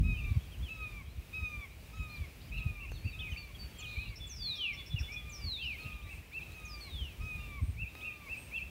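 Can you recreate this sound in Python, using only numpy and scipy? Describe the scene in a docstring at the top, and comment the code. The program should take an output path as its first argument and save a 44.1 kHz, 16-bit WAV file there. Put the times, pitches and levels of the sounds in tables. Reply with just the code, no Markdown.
"""Birdsong at a windy wood's edge

An open pasture by a wood: a distant hawk repeats a falling scream, a cardinal whistles long down-slurs, a
sparrow sings notes and buzzes, a bluebird-like voice warbles and small birds chirp in between. Voices are
sums of sine partials on moving pitch tracks; decaying noise echoes scatter them as the trees do. Wind and air
are shaped noise, ticks are short noise bursts, and gusts thump on the single microphone as brief low tones."""
import sys
import numpy as np
from scipy import signal
from scipy.fft import rfft, irfft, next_fast_len
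from scipy.io import wavfile
from scipy.ndimage import uniform_filter1d, map_coordinates

SR = 44100
rng = np.random.default_rng(int(sys.argv[2]) if len(sys.argv) > 2 else 0)


def to_wav(sig):
    """Store sig (one row per channel, or 1-D mono) as 16-bit WAV at the path in sys.argv[1].

    Samples outside -1..1 are clipped; the rate is SR.
    """
    pcm = np.clip(np.atleast_2d(sig), -1, 1) * 32767
    pcm = np.round(pcm).astype(np.int16)
    wavfile.write(sys.argv[1], SR, pcm.T)  # frames by channels


N = 383669
TIME = np.arange(N) / SR  # seconds


def amp(db):
    """Logarithmic level: twenty decibels make a tenfold amplitude."""
    return 10 ** (np.asarray(db) / 20)


def unit(x):
    """Normalization: scale a signal to a root-mean-square of 1."""
    return x / np.sqrt(np.mean(x ** 2) + 1e-20)


def curve(x, points):
    """Linear interpolation at x through (position, value) points."""
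    return np.interp(x, *np.transpose(points))


def wobble(rate, size=N):
    """Band-limited random modulation: a smooth curve through rate random knots a second."""
    knots = rng.standard_normal(400 + int(size * rate / SR))
    return map_coordinates(knots, [np.arange(size) * rate / SR + 2])


def filtered(x, response):
    """Linear filtering: multiply the spectrum by a response, a function of frequency in Hz."""
    m = next_fast_len(N + SR // 2)
    spectrum = rfft(x, m) * response(np.fft.rfftfreq(m, 1 / SR))
    return irfft(spectrum, m)[:N]


def noise(points):
    """Spectral shaping: random noise of rms 1 whose spectrum follows (Hz, dB) points."""
    f, db = np.transpose(points)

    def response(hz):
        """Decibels interpolated along a logarithmic frequency axis, as gain."""
        return amp(np.interp(np.log(hz + 1), np.log(f), db))

    return unit(filtered(rng.standard_normal(N), response))


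def add(track, s, sound):
    """Superposition: mix a sound into the track at time s in seconds."""
    part = track[max(0, round(s * SR)):][:len(sound)]
    part += sound[:len(part)]


def progress(length):
    """Normalized time: a ramp from 0 to 1 over length seconds."""
    return np.linspace(0, 1, max(64, round(length * SR)))


def fading(cycles, depth):
    """Interference: gain in dB that dips once a cycle, as when a weaker copy cancels a sound."""
    copy = np.clip(depth, 0, .95) * np.exp(2j * np.pi * cycles)
    return 20 * np.log10(np.abs(1 - copy))


def whistle(hz, db, waver=0.0042, edge=.2, partials=((1, 0),)):
    """Syrinx tone: phase integrates an unsteady pitch, and edge is the share of the length spent in fades."""
    unsteady_hz = hz * (1 + waver * wobble(219.5, size=len(hz)))
    phase = 2 * np.pi * np.cumsum(unsteady_hz) / SR
    tone = sum(amp(level) * np.sin(round(k) * phase) for k, level in partials)
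    envelope = signal.windows.tukey(len(hz), np.clip(edge, 0, 1))
    return np.sqrt(2) * amp(db) * tone * envelope


def glide(rows):
    """Frequency and amplitude contours through (s, pitch, dB) rows, the pitch corners rounded."""
    s, pitch, db = np.transpose(rows)
    duration = s[-1] - s[0]
    t = s[0] + duration * progress(duration)
    smooth_pitch = uniform_filter1d(np.interp(t, s, pitch), size=400, mode="nearest")
    return smooth_pitch, np.interp(t, s, db)


def wind(rumble_db=3.0, eddy_db=-2, lumpy_db=4.0, cycles=0.85, bluster_db=-15):
    """Turbulent pressure: rumble, with strong eddies that each shove the diaphragm and whirl briefly."""
    # Gusts of rumble. Each row: time in seconds, level in dB before rumble_db.
    gusts = [(0.0, -30.5), (0.19, -38.5), (0.36, -44), (1.09, -52.5), (1.87, -55.5), (2.15, -47.5),
             (2.45, -49), (2.59, -48), (3.39, -46.5), (3.8, -53.5), (4.09, -47.5), (4.65, -53), (5.77, -48),
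             (6.06, -54), (6.59, -55), (7.68, -45.5), (8.07, -58), (8.7, -54)]
    # Strongest eddies. Each row: time in seconds, peak in dB before eddy_db, mid-thump pitch in Hz.
    eddies = [(0.011, -19, 110.6), (0.058, -26.5, 61), (0.256, -25.5, 51.7), (0.32, -21.5, 84),
              (0.374, -19, 95), (0.642, -29.5, 70), (1.191, -32, 66), (1.432, -27, 70), (2.007, -27, 77),
              (2.217, -32, 70), (2.667, -21.5, 102), (3.063, -23.5, 84.5), (3.327, -27, 73.6),
              (3.986, -30, 64), (4.948, -24.5, 119), (5.016, -27.5, 68.4), (5.864, -32.5, 102),
              (6.952, -30.5, 68), (7.02, -31.5, 76), (7.209, -31.5, 50.5), (7.634, -21.5, 76),
              (7.696, -26.5, 85), (7.836, -33.5, 101)]
    # Spectrum of the rumble. Each row: frequency in Hz, relative density in dB per Hz.
    rumble_spectrum = [(20, -47), (30, -37), (42, -1), (57, 3.5), (80, -2.5), (115, -7.5), (170, -14),
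                       (260, -26), (450, -42), (2000, -100)]
    # Spectrum of the whirl inside an eddy. Each row: frequency in Hz, relative density in dB per Hz.
    whirl_spectrum = [(35, -7), (90, 7.5), (150, 2.5), (280, -11.5), (420, -34.5), (2000, -72)]

    lumpy = unit(noise(rumble_spectrum) * amp(lumpy_db * wobble(20)))
    out = amp(curve(TIME, gusts) + rumble_db) * lumpy
    whirl = np.zeros(N)
    for s, db, hz in eddies:
        start = max(0, s - .08)
        u = (start + .16 * progress(.16) - s) * hz  # cycles from the peak
        swell = amp(db) / np.cosh(u / cycles * 1.36)
        slowing = u - 0.37 * np.log(np.cosh(u))  # the thump sinks in pitch as the eddy passes
        thump = swell * np.sin(2 * np.pi * (slowing + rng.random()))
        add(out, start, amp(eddy_db) * thump)
        add(whirl, start, swell)
    return out + amp(bluster_db) * whirl * noise(whirl_spectrum)


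def air(air_db=10.0):
    """Broadband background: shaped noise for the open field and the microphone's hiss, wavering slightly."""
    # Spectrum of the background. Each row: frequency in Hz, relative density in dB per Hz.
    air_spectrum = [(20, -16), (60, 27), (200, 16.5), (400, 12), (800, 6.5), (1500, 3), (2000, 5.5),
                    (2500, 11.5), (3100, 4), (4500, -0.5), (6500, -3.5), (9500, -4.5), (12500, -4),
                    (15500, -2.5)]
    # Slow course of its loudness. Each row: time in seconds, level in dB before air_db.
    hiss_levels = [(0, -66), (8.7, -64.5)]

    level_db = curve(TIME, hiss_levels) + air_db + 1.05 * wobble(7.5)
    return amp(level_db) * noise(air_spectrum)


def hawk(fade_db=4.0, flutter_db=0.8, swell_depth=.53, arch_db=2.5):
    """Harmonic voice: each scream scoops, sags and drops; its swelling second harmonic dominates."""
    # Screams. Each row: start in seconds, length in seconds, upper pitch of the sag in Hz before the contour,
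    # relative levels of the fundamental and of the second harmonic in dB, fade of that harmonic from start
    # to end in dB, its swells per second, its first falter in seconds after the start.
    screams = [(0.02, 0.36, 1288, -69.5, -51.5, 11, 6.4, 0.016),
               (0.675, 0.36, 1329, -62.5, -51.5, 10.5, 7.6, 0.11),
               (1.32, 0.35, 1300, -65, -48, 7, 11.1, 0.093),
               (1.92, 0.349, 1308, -67.5, -54, -1.5, 7.6, 0.025),
               (2.51, 0.363, 1324, -68.5, -53.5, 11, 11.75, 0.057),
               (3.13, 0.4, 1303, -70.5, -55, 14, 5.6, 0.038),
               (3.78, 0.38, 1266, -68.5, -54.5, 9, 4.3, 0.03), (4.46, 0.37, 1241, -70, -55, 1, 6.4, 0.15),
               (5.09, 0.418, 1252, -67.5, -56.5, 12, 7.65, 0.011),
               (5.77, 0.39, 1281, -65, -57.5, 10.5, 6.1, 0.09),
               (6.47, 0.44, 1300, -65, -57.5, 2, 9.6, 0.043),
               (7.19, 0.43, 1284, -63, -52.5, 10, 4.3, 0.024),
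               (7.94, 0.36, 1291, -66.5, -54.5, 8, 4.6, 0.045)]
    # Weak upper partials. Each row: multiple of the fundamental, relative level in dB.
    upper_partials = [(3, -69), (4, -80), (5, -82)]
    # Contour of scoop and final drop. Each row: share of the length, pitch ratio.
    contour = [(0, .9), (.06, .985), (.12, 1), (.86, 1.01), (.93, .98), (1, 0.887)]
    sag_end_hz = 1120  # before the contour

    out = np.zeros(N)
    for start, length, top_hz, low_db, level_db, drop_db, swell_rate, falter in screams:
        u = progress(length)
        sag_hz = top_hz + (sag_end_hz - top_hz) * u ** 1.15
        hz = sag_hz * curve(u, contour)
        arch = -arch_db * (2 * u - 1) ** 2
        swells_db = fading((u * length - falter) * swell_rate, swell_depth)
        main_db = level_db + arch - drop_db * (u - .5) + swells_db
        effort_db = 0.8 * (level_db + 51) - 5 * (u - .5)  # more effort, brighter voice
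        partials = [(2, main_db)]
        # over the long path every weak partial fades in and out on its own
        for k, db in [(1, low_db), *upper_partials]:
            path_db = fade_db * wobble(13.56, size=len(u))
            partials.append((k, db + arch + effort_db * np.log(k) + path_db))
        flutter = flutter_db * wobble(55.4, size=len(u))
        add(out, start, whistle(hz, flutter, waver=0.0046, edge=0.12, partials=partials))
    return out


def chatter(count=150, centre_hz=3500, spread=0.29, bend=0.1067):
    """Random superposition: far birds toss in faint slurs at chance times and pitches."""
    # Loudness of the far birds. Each row: time in seconds, relative level in dB.
    loudness = [(0, -66.5), (1.3, -78), (2.3, -73), (2.7, -64.5), (3.6, -67), (5.6, -66.5), (8.7, -73.5)]

    out = np.zeros(N)
    starts = rng.uniform(0, N / SR, count)
    traits = np.clip(rng.standard_normal((count, 4)), -2, 2)
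    for s, (size, pitch, slope, arch) in zip(starts, traits):
        u = 2 * progress(0.033 * np.exp(0.23 * size)) - 1
        hz = centre_hz * np.exp(spread * pitch + bend * (slope * u + arch * u ** 2 / 2))
        db = curve(s, loudness) - pitch - pitch ** 2  # middle voices carry best
        add(out, s, whistle(hz, db, waver=0.0074, edge=0.34))
    return out


def warbler():
    """Joint frequency and amplitude modulation: a mellow phrase recurs in bouts, clear or fluttering."""
    # Phrases. Each row: start in seconds, pitch of the arch in Hz, relative level in dB, flutter as a share
    # of the pitch.
    phrases = [(0.137, 2713, -50.5, 0.021), (2.515, 2732, -48.5, 0.033), (2.78, 2730, -51.5, 0.036),
               (3.024, 2720, -52, 0.02), (5.565, 2787, -46.5, .01), (5.814, 2770, -51, 0.018),
               (6.07, 2676, -52.5, .025), (6.315, 2725, -45, 0.0043), (7.765, 2730, -45.5, 0.0076),
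               (8.011, 2764, -46, 0.013), (8.269, 2714, -45, 0.0061), (8.512, 2740, -41, 0.0044)]
    # One phrase, an arch and an upward flick. Each row: seconds after its start, pitch ratio,
    # relative level in dB.
    phrase_shape = [(0, .79, -18), (.03, .94, -5), (.055, 1, 0), (.07, .97, -1), (.086, .84, -12),
                    (.1, .9, -8), (.112, .95, -3), (.124, .98, -10)]

    out = np.zeros(N)
    ratio, shape_db = glide(phrase_shape)
    for s, hz, db, flutter in phrases:
        shake = flutter * wobble(300, size=len(ratio))
        level_db = db + shape_db + 60 * shake  # pitch and loudness shake together
        add(out, s, whistle(hz * ratio * (1 + shake), level_db, edge=0.043))
    return out


def chirpers(arch_octaves=0.109):
    """Logarithmic pitch glide: short slurs move up or down with the middle arched above a straight line."""
    # Chirps. Each row: start in seconds, length in seconds, middle pitch in Hz, glide in octaves,
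    # relative level in dB.
    chirps = [(0.137, 0.064, 2980, -0.28, -55), (0.514, .046, 3100, -0.37, -56),
              (0.621, 0.08, 3190, -0.44, -52), (1.938, .12, 7100, .17, -71), (2.083, .08, 4240, -.05, -60),
              (2.15, .036, 4280, -.7, -57), (2.934, 0.057, 3770, -0.42, -59),
              (3.188, 0.025, 3500, 0.28, -43), (3.205, .036, 2990, -.42, -47),
              (3.242, 0.06, 2315, -0.25, -51), (3.315, 0.027, 2950, -.3, -46),
              (3.359, .028, 2615, 0.39, -43.5), (3.546, .021, 3350, -0.072, -50),
              (3.782, .036, 7050, -.45, -52), (3.781, 0.06, 2850, -0.72, -52.5),
              (3.821, 0.045, 3220, -0.4, -47.5), (3.952, 0.099, 2497, .18, -42.5),
              (4.052, 0.036, 2810, -0.057, -49), (4.958, 0.039, 2800, -0.26, -40),
              (4.989, .04, 1750, -.9, -58.5), (5.071, .13, 2400, 0.18, -46), (5.616, .04, 4770, .29, -57.5),
              (5.798, 0.052, 4320, -.09, -56.5), (7.385, 0.096, 2770, -.13, -53.5),
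              (8.004, .023, 3350, .55, -53), (8.555, 0.041, 3230, -0.36, -49.5)]

    out = np.zeros(N)
    for s, length, hz, octaves, db in chirps:
        u = progress(length) - .5
        bend = octaves * u - arch_octaves * (2 * u) ** 2
        add(out, s, whistle(hz * 2 ** bend, db, waver=0.0062, edge=0.36))
    return out


def sparrow(sag=0.027, stray=.008):
    """Frequency modulation: sagging pipes, buzzes of fast repeated sweeps, and a see-saw of both."""
    # Opening notes. Each row: start in seconds, length in seconds, nominal pitch in Hz, relative level in dB.
    notes = [(2.905, 0.155, 4360, -62), (3.033, 0.11, 4590, -58), (3.363, 0.068, 4534, -51),
             (3.58, 0.099, 4560, -50.5), (3.721, 0.19, 3225, -60)]
    # Rapid buzzes and thin high trills. Each row: start in seconds, length in seconds, pitch in Hz,
    # sweep width in Hz, sweeps per second, relative level in dB.
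    buzzes = [(2.409, 0.094, 4800, 907, 53, -66.5), (3.849, 0.26, 3970, 950, 69, -54.5),
              (6.093, .09, 8650, 300, 90, -67), (6.806, .05, 8260, 400, 84, -66),
              (7.606, 0.13, 8570, 450, 130, -66), (8.365, 0.12, 8480, 450, 130, -60)]
    # Quickening see-saw, a sharp chip then a clear note. Each row: start in seconds, relative chip level in dB.
    seesaw = [(4.157, -51), (4.36, -50.5), (4.555, -54.5), (4.73, -54), (4.861, -53), (4.988, -48.5),
              (5.119, -52)]
    chip_s, chip_hz, chip_sweep_hz, chip_rate = 0.028, 5420, 540, 250  # rate in sweeps per second
    # the clear note: delay after the chip, share of the beat that it fills, pitch, relative level
    pipe_lag_s, pipe_share, pipe_hz, pipe_db = .035, 0.54, 3447, -47.5

    out = np.zeros(N)
    beats = np.gradient([s for s, db in seesaw])
    pipes, chips = [], []
    for (s, db), beat in zip(seesaw, beats):
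        strayed_hz = pipe_hz * (1 + stray * rng.standard_normal())
        pipes.append((s + pipe_lag_s, pipe_share * beat, strayed_hz, pipe_db))
        chips.append((s, chip_s, chip_hz, chip_sweep_hz, chip_rate, db))

    for s, length, hz, db in [*notes, *pipes]:
        u = progress(length)
        sagging_hz = hz * (1 + sag * (.4 - u))
        add(out, s, whistle(sagging_hz, db - 15 * u ** 3, waver=.002, edge=.5))

    for s, length, hz, width_hz, rate, db in [*buzzes, *chips]:
        cycle = progress(length) * length * rate % 1
        pulse = np.abs(np.sin(np.pi * cycle)) ** 0.78  # the voice dips between sweeps
        sweep_hz = hz + width_hz * (cycle - .5)
        add(out, s, pulse * whistle(sweep_hz, db, waver=0.0188, edge=0.17))
    return out


def ticks():
    """Impulsive sound: each tiny dry snap is a broad noise burst that decays by 60 dB in 14 ms."""
    # Small snaps close by. 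Each row: time in seconds, relative level in dB, centre of the spectrum in Hz.
    snaps = [(2.918, -36.5, 1000), (6.521, -49, 14000), (6.6, -50, 13000), (7.361, -47, 14100),
             (7.952, -37, 1320)]

    out, t = np.zeros(N), np.arange(SR // 20) / SR
    for s, db, hz in snaps:
        spectrum = [(hz / 10, -12), (hz / 2, 0), (hz, -2), (2 * hz, -4), (5 * hz, -24)]
        burst = noise(spectrum)[:len(t)]
        add(out, s, amp(db - 4 - 60 * t / .014) * burst)
    return out


def cardinal(dive_s=.028, ground_echo=.76):
    """Comb filtering: whistles with a faint octave dive, then fall through the notches of a ground echo."""
    # Down-slurs. Each row: start in seconds, length in seconds, height of the opening dive in Hz, first and
    # last pitch of the steady fall in Hz, relative level in dB, fade from start to end in dB,
    # spacing of the echo's notches in Hz.
    slurs = [(4.258, 0.49, 3360, 5930, 2020, -37, -1, 1712),
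             (5.288, 0.48, 2552, 5846, 2033, -39.5, 0.5, 1670),
             (6.65, 0.11, 1907, 5100, 4620, -43, 3, 1890), (6.804, 0.36, 0, 4510, 2170, -48.5, 14.5, 2000)]
    # Loudness of the voice along its range. Each row: pitch in Hz, relative level in dB.
    voice = [(2000, -12), (2330, -6), (2700, -2), (3100, 1), (4100, -3), (4800, -10.5), (7000, -17.5),
             (9300, -34)]

    out = np.zeros(N)
    for s, length, dive_hz, first_hz, last_hz, db, drop_db, notch_hz in slurs:
        u = progress(length)
        fall_hz = first_hz + (last_hz - first_hz) * u
        hz = fall_hz + dive_hz * np.exp(-u * length / dive_s)
        echo_db = fading(hz / notch_hz, ground_echo)  # echo strength is a share of the direct sound
        level_db = db - drop_db * (u - .5) + curve(hz, voice) + echo_db
        add(out, s, whistle(hz, level_db, waver=.003, edge=0.05, partials=[(1, -0.5), (2, -36.5)]))
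    return out


def woods(x, near_db, far_db, near_t60=0.13, far_t60=0.74):
    """Diffuse reverberation: nearby branches scatter at once, the tree line adds a long tail (T60 in s)."""
    t = np.arange(SR) / SR
    echo = np.zeros(SR)
    for db, t60 in ((near_db, near_t60), (far_db, far_t60)):
        onset = 1 - np.exp(-t / 0.003)
        tail = rng.standard_normal(SR) * amp(-60 * t / t60) * onset
        echo += amp(db) * tail / np.linalg.norm(tail)
    return x + signal.fftconvolve(x, echo)[:N]


def scene():
    """Superposition: birds, each with its own echo levels from the trees, over wind, air and ticks."""
    birds = amp(1.5) * woods(hawk(), near_db=-11.5, far_db=-13.5)
    birds += amp(4.0) * woods(chatter(), near_db=-5.5, far_db=-5)
    birds += amp(4.0) * woods(warbler(), near_db=-14.5, far_db=-10.5)
    birds += amp(-2.0) * woods(chirpers(), near_db=-11.5, far_db=-9.5)
    birds += woods(sparrow(), near_db=-8, far_db=-12)
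    birds += amp(-2.0) * woods(cardinal(), near_db=-9, far_db=-11)
    return (birds + wind() + air() + ticks())[None]


def record(dry, low_cut_hz=33, top_hz=15750):
    """Band limiting: the recorder sheds the deepest bass and keeps nothing from top_hz upward."""
    def response(hz):
        """Gain of a gradual low cut and an abrupt upper limit."""
        return (hz < top_hz) / np.sqrt(1 + (low_cut_hz / (hz + 1)) ** 8)

    return filtered(dry[0], response)[None]


dry = scene()
out = record(dry)
to_wav(out)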